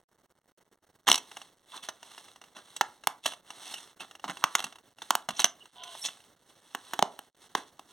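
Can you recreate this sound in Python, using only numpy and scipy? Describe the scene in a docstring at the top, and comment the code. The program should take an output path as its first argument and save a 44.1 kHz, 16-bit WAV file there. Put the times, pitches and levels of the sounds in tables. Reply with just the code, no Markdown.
"""A quick run of sharp snaps, after a second of faint hiss: a plastic disc case is prised open on a bed.
Its bending shell gives hollow knocks, and fingers rub, squeak and press the hub that holds the disc.
The disc pops out and rings as it slides over the rim, then the case is pushed shut with a few knocks.
It all happens close to the microphone, in a small room."""
import sys
import numpy as np
from scipy import signal
from scipy.fft import rfft, irfft
from scipy.io import wavfile
from scipy.ndimage import uniform_filter1d, minimum_filter1d

SR = 44100
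rng = np.random.default_rng(int(sys.argv[2]) if len(sys.argv) > 2 else 0)


def dump_mix(stems):
    """Bounce the given channels to the path in sys.argv[1] as a 16-bit WAV at rate SR."""
    frames = np.atleast_2d(stems).T  # one column per channel
    limited = np.clip(frames, -1, 1)  # hard clip at full scale
    pcm = np.round(limited * 32767).astype(np.int16)
    wavfile.write(sys.argv[1], SR, pcm)


N = 349272
HIT = 2048  # samples in one short hit

# the notes at which the case rings with its disc inside: pitch_hz, width_hz, level_db
CASE_NOTES = [(2716, 68, -0.5), (3068, 31, -5), (3430, 140, -0.5), (3910.4, 140, -0.5), (5737, 120, 0),
              (6550, 210, -1), (8290, 380, -6)]
# tone shapes of a low thump, the hollow shell, a bright crack and a rubbing hiss: pitch_hz, level_db
THUMP_TONE = [(30, -26.5), (90, -16.5), (150, -3), (230, 4.5), (420, 7.5), (560, -5.5), (850, -30.5)]
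SHELL_TONE = [(200, -30), (480, -16.5), (720, 0.5), (1050, 0), (1600, -3.5), (2200, -6.5), (3000, -12),
              (6000, -53)]
CRACK_TONE = [(900, -34), (2000, -4), (2900, 2), (4200, -6.5), (6400, -3), (8500, -12), (11000, -21)]
HISS_TONE = [(900, -39), (2000, 1), (3000, 3.5), (4200, 1.5), (6000, 2.5), (8500, 1), (11000, 0),
             (16000, -16.5)]
# hand and sleeve slide over the plastic; more grip makes the shell sound more:
# start_s, length_s, level_db, grip_db
SLIDES = [(1.056, 0.4645, -63, -7.5), (1.963, 0.427, -60, -5), (2.563, 0.458, -67.5, -4.5),
          (3.431, 0.519, -56.5, -3.5), (3.589, 0.272, -53.5, -9), (4.192, 0.597, -59, -2.5),
          (4.96, 0.32, -62, -6.5), (5.84, 0.239, -52.5, -11), (5.947, 0.3595, -64, -9),
          (6.603, 0.643, -63.5, -5.5)]


def snap(db, spot_hz, t60, body_db, spot_t60=0.04, spot_db=-3.5, tick_db=-4, ring_db=-6, thump_db=-16):
    """An edge slips off a catch: the struck spot rings with its own note, over the notes of the case."""
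    t = np.arange(HIT) / SR
    hz, width, note_db = np.transpose(CASE_NOTES)
    gain = undb(note_db + 2 * rng.standard_normal(len(hz)))
    pitch = hz * (1 + 0.031 * rng.standard_normal(len(hz)))  # the grip bends the shell out of tune
    phase = rng.uniform(0, 2 * np.pi, (len(hz), 1))
    waves = np.sin(2 * np.pi * pitch[:, None] * t + phase) * np.exp(-.35 * width[:, None] * t)
    envelope = fade(t60) - fade(t60 / 10)  # the ring builds as the wave crosses the shell
    ring = at_level(gain @ waves * envelope, ring_db)
    spot = at_level(np.sin(2 * np.pi * spot_hz * t) * envelope * fade(spot_t60), spot_db)
    tick = at_level(colour(impact(t60, rattle=4.2), HISS_TONE), tick_db)
    body = at_level(colour(impact(t60, rattle=1.0), SHELL_TONE), body_db)
    thump = at_level(colour(impact(t60, rattle=1.5), THUMP_TONE), body_db + thump_db)
    return undb(db) * (ring + spot + tick + body + thump)


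def snaps_and_ticks(stray_db=7):
    """Creaks, hard snaps, light taps and stray ticks from the sliding hand all ring the same case."""
    # the strained hub and hinge creak: start_s, length_s, level_db, body_db (shell, added to level_db)
    creaks = [(3.268, 0.0287, -42, -3), (4.014, 0.0443, -53, 4.5), (4.275, 0.0455, -37, 4.5),
              (4.578, 0.0407, -35.5, -2.5), (4.647, 0.036, -46, -0.5), (5.382, 0.0551, -32.5, -11)]
    # latch, hub and disc edge snap: start_s, level_db, pitch_hz, body_db (shell, added to level_db)
    hard_snaps = [(1.0705, -33, 3580, -1.5), (1.078, -22.5, 3170, -5), (1.084, -23.5, 2820, -5),
                  (1.099, -24.5, 6036, -10), (1.1155, -15.5, 2952, -10.5), (1.127, -24, 5713, -13),
                  (1.143, -23, 2738, -10), (1.156, -24.5, 5826, -17.5), (1.178, -32, 5967, -12.5),
                  (1.887, -35, 6230, -2.5), (2.764, -36, 7954, -15.5), (3.258, -28.5, 2710, -3.5),
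                  (3.2611, -24.5, 2907, -6.5), (3.74, -35.5, 2950, -11.5), (4.5522, -22.5, 6736, -8.5),
                  (4.641, -30.5, 2717, -9), (5.019, -41, 3596, -2), (5.288, -31, 2896, 0),
                  (5.394, -26.5, 4164, -5.5), (5.401, -25.5, 6120, -10.5), (5.4432, -17, 6080, -9),
                  (5.453, -29.5, 2813, -10.5), (5.835, -41, 6105, -10.5)]
    # fingernails and disc edge tap the tray: start_s, level_db
    taps = [(1.315, -48), (1.369, -41), (1.416, -47.5), (2.029, -48), (2.115, -56), (2.179, -46.5),
            (2.284, -56), (2.36, -54.5), (2.415, -51), (2.439, -55), (2.567, -50), (3.037, -49),
            (3.321, -44), (3.335, -45.5), (3.504, -43), (3.625, -57), (4.111, -50.5), (4.152, -49.5),
            (4.196, -55), (4.37, -44.5), (4.624, -44.5), (4.725, -50.5), (4.757, -52.5), (4.785, -56.5),
            (4.985, -54), (5.306, -39.5), (5.463, -41), (5.656, -54.5), (6.086, -44)]
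    out = sum(crackle(*creak, per_s=220) for creak in creaks)
    for start, db, spot_hz, body_db in hard_snaps:
        t60 = 0.028 * 2 ** ((-27 - db) / 13.5)  # a strong snap breaks free at once, a weak one rasps on
        add(out, start, snap(db, spot_hz, t60, body_db))
    for start, db in taps:
        add(out, start, snap(db, spot_hz=2778, t60=0.035, body_db=-2.5))
    for start, length, db, grip_db in SLIDES:
        out += crackle(start, length, db + stray_db, grip_db, per_s=30)
    return out


def crackle(start, length, db, body_db, per_s, spread_db=12, t60=0.011):
    """A run of tiny uneven snaps at random spots, strongest in the middle of the movement."""
    out, count = np.zeros(N), int(per_s * length)
    for k, (delay, spot, weakness) in enumerate(rng.random((count, 3))):
        progress = (k + delay) / count
        spot_hz = CASE_NOTES[int(spot ** 2 * len(CASE_NOTES))][0]
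        tick = snap(db - spread_db * weakness, spot_hz, t60, body_db)
        add(out, start + progress * length, np.sin(np.pi * progress) * tick)
    return out


def shell_knocks(overtone=1.4, overtone_db=-6, crack_lead_s=0.00039, shut_s=6.5):
    """The shell buckles: a short crack, a hollow note with a higher one above it, and a low thump."""
    # pops of the shell: start_s, level_db, pitch_hz, fade_s, hardness_db (treble, added to level_db)
    pops = [(1.088, -23, 1150, 0.014, -5), (2.8105, -20.5, 1070, 0.0222, -16.5),
            (3.0717, -24, 798.3, 0.0148, -1.5), (4.2414, -34, 817, 0.0576, -36.5),
            (4.44, -20.5, 1226, 0.0178, -13), (4.5517, -24.5, 1430, 0.029, -8),
            (5.1063, -21, 1105, 0.0126, -7), (5.1526, -26, 870, 0.0129, -2), (5.951, -47, 680, 0.0476, -19),
            (6.7488, -34, 1088, 0.0213, -7), (6.9346, -33.5, 1086, 0.035, -5.5),
            (6.9913, -26.5, 821, 0.0135, -16.5), (7.0253, -19.5, 630, 0.0091, -25.5),
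            (7.191, -44.5, 880.2, 0.0137, -2), (7.5512, -25, 954, 0.0159, -20),
            (7.794, -47.5, 862, 0.019, -11)]
    # tone shape of the highest treble: pitch_hz, level_db
    treble_tone = [(5000, -20), (8500, 3), (11000, 1), (13500, 6), (16000, -15.5)]
    out = np.zeros(N)
    for start, db, hz, t60, hardness_db in pops:
        thump_db = -12.5 if start >= shut_s else -21  # once shut, the case thumps the bed as one box
        crack_db = -1 + 0.15 * hardness_db  # a harder knock cracks more
        push = colour(impact(t60, rattle=0.66), SHELL_TONE)
        hollow = resonate(push, hz, 0.41 * hz) + undb(overtone_db) * resonate(push, overtone * hz, hz / 2)
        thump = colour(impact(2 * t60, rattle=1.0), THUMP_TONE)
        crack = colour(impact(0.98 * t60, rattle=20.0), CRACK_TONE)
        treble = colour(impact(.7 * t60, rattle=6.9), treble_tone)
        bright = at_level(crack, db + crack_db) + at_level(treble, db + hardness_db)
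        add(out, start, at_level(hollow, db) + at_level(thump, db + thump_db))
        add(out, start - crack_lead_s, bright)
    return out


def hand(fidget_start_s=1.1):
    """Long slides mostly hiss, short scuffs scratch and squeak, and in between the hand fidgets."""
    # a finger or edge presses harder and harder, then lets go: peak_s, level_db, build_s, grip_db
    presses = [(1.098, -30, 0.0385, -2.5), (1.768, -49.5, 0.1295, -6.5), (1.834, -44.5, 0.014, -7.5),
               (2.577, -53.5, 0.0468, 5), (3.273, -36, 0.051, -14), (4.009, -47, 0.0189, 0.5),
               (5.406, -45.5, 0.14, -7.5), (6.05, -34, 0.0236, -13), (7.575, -44.5, 0.031, 5)]
    slides = [(undb(db) * arch(start, length) ** 1.3, grip_db) for start, length, db, grip_db in SLIDES]
    fidget = undb(-72.5 + 4 * wander(22)) * (np.arange(N) / SR > fidget_start_s)
    scuffs = [(undb(db) * swell(peak, build), grip_db) for peak, db, build, grip_db in presses]
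    return (rubbing(slides + [(fidget, -3)], hiss_db=2.5, scratch_db=-10.5, squeak_db=-13.5)
            + rubbing(scuffs, hiss_db=0, scratch_db=-8.0, squeak_db=-4.5))


def rubbing(moves, hiss_db, scratch_db, squeak_db, thump_db=-11, creak_db=-5):
    """A light hand glides with a hiss; a firm one sticks and slips, so the shell creaks and booms."""
    # two rasping bands of skin gliding on the lid: pitch_hz, width_hz, level_db
    rasp_bands = [(3900, 860, -2), (8615, 640, 2)]
    glide = friction(per_s=5000, grain_db=2.5) * undb(2 * wander(60))
    slips = friction(per_s=600, grain_db=3.8) * undb(3 * wander(40))
    rings = [undb(db) * resonate(slips, hz, width) for hz, width, db in CASE_NOTES[:5]]
    skin = glide + sum(undb(db) * resonate(glide, hz, width) for hz, width, db in rasp_bands)
    surface = undb(hiss_db) * unit(colour(skin, HISS_TONE))
    surface += undb(scratch_db) * unit(colour(slips, CRACK_TONE))
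    surface += undb(squeak_db) * unit(sum(rings[:3]))  # the narrow notes squeak
    body = unit(colour(glide + slips, SHELL_TONE))
    body += undb(thump_db) * unit(colour(glide, THUMP_TONE))
    body += undb(creak_db) * unit(sum(rings))
    surface_force = sum(force for force, _ in moves)
    body_force = sum(force * undb(grip_db) for force, grip_db in moves)
    return surface * surface_force + body * body_force


def squeaks():
    """Skin or the disc's edge sticks and slips on the plastic so fast that it briefly holds a note."""
    # squeaky strokes: start_s, length_s, level_db, pitch_hz, width_hz
    strokes = [(1.714, 0.094, -48, 1070, 500), (3.744, 0.06, -48.5, 2810, 400),
               (3.996, 0.0284, -35, 2752, 380.5), (4.421, 0.0167, -43, 1130, 700),
               (5.363, 0.0165, -41.5, 5860, 1400), (5.603, 0.0337, -51, 2906, 202),
               (5.974, 0.0795, -42.5, 9250, 3500), (6.011, 0.0279, -40, 5593, 160),
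               (6.047, 0.0298, -31, 6210, 2660)]
    out = np.zeros(N)
    slips = friction(per_s=6000, grain_db=3) * undb(3 * wander(140))
    for start, length, db, hz, width in strokes:
        out += undb(db) * arch(start, length) * unit(resonate_twice(slips, hz, width))
    return out


def disc(start_s=5.752, length_s=0.2155, level_db=-52, edge_db=1):
    """Off the hub, the disc rings with rough, gliding notes while its edge rasps over the tray."""
    # notes of the disc, bent by the lifting fingers: pitch_hz, glide_hz_per_s, level_db
    disc_notes = [(423, 0, -15), (720, -240, 3), (976, 401, 2.5), (1475, -5.5, -5.5)]
    elapsed = np.arange(N) / SR - start_s
    ring = 0
    for hz, glide, db in disc_notes:
        pitch = hz + glide * elapsed + 36 * wander(350)
        ring += undb(db + 3 * wander(110)) * np.sin(2 * np.pi * np.cumsum(pitch) / SR)
    edge = resonate_twice(friction(per_s=900, grain_db=3), hz=3150, width=1000)
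    return (unit(ring) + undb(edge_db) * unit(edge)) * undb(level_db) * np.sqrt(arch(start_s, length_s))


def bed_bumps():
    """The whole case is pressed into the mattress with a soft, low bump."""
    # downward pushes: start_s, level_db
    pushes = [(1.086, -40.5), (4.244, -48.5), (4.291, -43.5), (4.642, -50.5), (5.289, -45)]
    out = np.zeros(N)
    for start, db in pushes:
        bump = resonate_twice(impact(t60=0.14, rattle=1.8), hz=220, width=130)
        add(out, start, at_level(bump, db))
    return out


def hand_echoes(x, t60=0.0049, changes_per_s=4):
    """Sound bounces around the hand by short paths, which blend into one another as it moves."""
    paths = rng.standard_normal((2, HIT)) * fade(t60)
    first, second = (signal.oaconvolve(x, p / np.sqrt(np.sum(p ** 2)))[:N] for p in paths)
    turn = wander(changes_per_s)
    return np.cos(turn) * first + np.sin(turn) * second


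def room(x, build_s=0.0088):
    """A furnished room adds a blur of echoes that builds quickly and dies sooner in the treble."""
    t = np.arange(SR // 2) / SR
    tail = 0
    # pitch_hz, width_hz, level_db, fade_s
    for hz, width, db, t60 in [(342, 490, -12, 0.39), (1050, 2600, -14, 0.22), (5000, 14000, -18, 0.17)]:
        echoes = rng.standard_normal(len(t)) * np.exp(-np.log(1000) * t / t60)
        echoes *= 1 - np.exp(-t / build_s)
        tail += undb(db) * resonate_twice(echoes / np.sqrt(np.sum(echoes ** 2)), hz, width)
    return signal.oaconvolve(x, tail)[:N]


def air(level_db=-66.0, dip_db=-16, dip_s=0.0398):
    """Faint hiss of room air and microphone, which flutters and dips briefly four times."""
    # tone shape of the hiss: pitch_hz, level_db
    air_tone = [(30, -21.5), (110, -6.5), (450, -4), (1500, -10.5), (3600, -16), (8500, -15),
                (16000, -19.5)]
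    t = np.arange(N) / SR
    dips = sum(1. * (abs(t - middle_s) < dip_s / 2) for middle_s in (0.063, 0.55, 5.704, 7.324))
    dips = uniform_filter1d(dips, SR // 100)
    flutter_db = 2.2 * wander(70)
    return unit(colour(rng.standard_normal(N), air_tone)) * undb(level_db + dip_db * dips + flutter_db)


def impact(t60, rattle):
    """The force of a hit: one sharp push of size 1, then a rattle that builds and dies."""
    force = rng.standard_normal(HIT) * (fade(t60) - fade(t60 / 10))
    force *= rattle / np.sqrt(np.sum(force ** 2))
    force[0] += 1
    return force


def friction(per_s, grain_db):
    """Tiny slips at random moments; more grain_db makes their sizes more uneven."""
    count = int(per_s * N / SR)
    place, size, sign = rng.random((N // 4, 3))[:count].T
    force = np.sign(sign - .5) * undb(grain_db * np.minimum(-np.log(1 - size), 4))
    return unit(np.bincount((place * N).astype(int), force, N))


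def arch(start, length):
    """The speed of one hand movement, from rest to rest."""
    speed = np.zeros(N)
    stroke = np.sin(np.linspace(0, np.pi, int(length * SR), endpoint=False))
    first = int(start * SR)
    speed[first:first + len(stroke)] = stroke[:N - first]
    return speed


def swell(peak, build, release_s=0.055):
    """Pressure builds from rest to a peak, then falls 20 dB every release_s."""
    force, first = np.zeros(N), int((peak - build) * SR)
    t = np.arange(first, min(first + SR // 2, N)) / SR - peak
    rise = np.clip(1 + t / build, 0, 1) ** 2
    force[first:first + len(t)] = rise * undb(-20 * np.maximum(t, 0) / release_s)
    return force


def fade(t60):
    """A curve, one hit long, that dies away by 60 dB in t60 seconds."""
    return np.exp(-np.log(1000) * np.arange(HIT) / SR / max(t60, 1e-3))


def wander(per_s):
    """A random curve around zero that heads for a new value per_s times a second."""
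    values = rng.standard_normal(int(N / SR * per_s) + 2)
    return np.interp(np.arange(N) / SR * per_s, np.arange(len(values)), values)


def resonate(x, hz, width):
    """Keep a band around one pitch; the narrower it is, the longer it rings."""
    return signal.lfilter(*signal.iirpeak(min(hz, SR / 2 - 10), max(hz / width, .5), fs=SR), x)


def resonate_twice(x, hz, width):
    """The same band with steeper sides."""
    return resonate(resonate(x, hz, width), hz, width)


def colour(x, tone):
    """Filter a sound to give it a tone shape."""
    cepstrum = irfft(np.log(undb(over_hz(tone, HIT))))
    cepstrum[1:HIT // 2] *= 2  # folded forward, so nothing sounds before the hit
    cepstrum[HIT // 2 + 1:] = 0
    return signal.oaconvolve(x, irfft(np.exp(rfft(cepstrum))))[:len(x)]


def over_hz(points, size):
    """Spread (pitch_hz, value) points over all the frequencies of a sound of size samples."""
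    hz, value = np.transpose(points)
    return np.interp(np.log(np.arange(size // 2 + 1) * SR / size + 1), np.log(hz), value)


def undb(db):
    """Turn decibels into a gain."""
    return 10 ** (np.asarray(db) / 20)


def unit(x):
    """Scale to an average (rms) level of 1."""
    return x / np.sqrt(np.mean(x ** 2) + 1e-30)


def at_level(x, db):
    """Scale a hit to a level in dB, as if its energy were spread over 10 ms."""
    return x * undb(db) * np.sqrt(SR / 100 / np.sum(x ** 2))


def add(track, start_s, sound):
    """Mix one hit into a track."""
    first = int(start_s * SR)
    track[first:first + HIT] += sound[:N - first]


def scene(spread_db=-13, scatter_db=-13):
    """All sounds reach two nearby microphone openings; echoes and hiss differ between them."""
    # how loud the left is against the right: pitch_hz, level_db
    left_level = [(600, -3.5), (1100, -0.98), (2000, -2.5)]
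    # how far the left runs ahead of the right: pitch_hz, phase_radians
    left_lead = [(500, 0.0091), (1550, 0.42), (5000, 0.36), (12000, 1)]
    direct = shell_knocks() + snaps_and_ticks() + bed_bumps() + hand() + squeaks() + disc()
    mid = rfft(direct + room(direct) + air())
    side = undb(spread_db) * (room(direct) + air())
    side += undb(scatter_db) * hand_echoes(colour(direct, HISS_TONE))
    tilt = undb(over_hz(left_level, N) / 2) * np.exp(.5j * over_hz(left_lead, N))  # half to each side
    return np.array([irfft(mid * tilt, N) + side, irfft(mid / tilt, N) - side])


def record(dry, gate_db=-58.5, hold_s=0.0005, shut_db=-24, notch_hz=2443, notch_db=-18, top_hz=16500):
    """A fast gate turns faint sound down so it sputters; the microphone's duct cuts notches; peaks clip."""
    peak = -minimum_filter1d(-np.abs(np.mean(dry, axis=0)), int(hold_s * SR))
    opening = 1 / (1 + (undb(gate_db) / (peak + 1e-9)) ** 16)
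    sound = dry * (opening + (1 - opening) * undb(shut_db))
    for k in range(1, 7):
        sound -= (1 - undb(notch_db)) * resonate(sound, k * notch_hz, width=560 * k ** 0.65)
    clipped = np.clip(undb(1.7712) * sound, -1, 1)
    return signal.sosfilt(signal.ellip(8, .2, 70, top_hz, fs=SR, output="sos"), clipped)


dry = scene()
out = record(dry)
dump_mix(out)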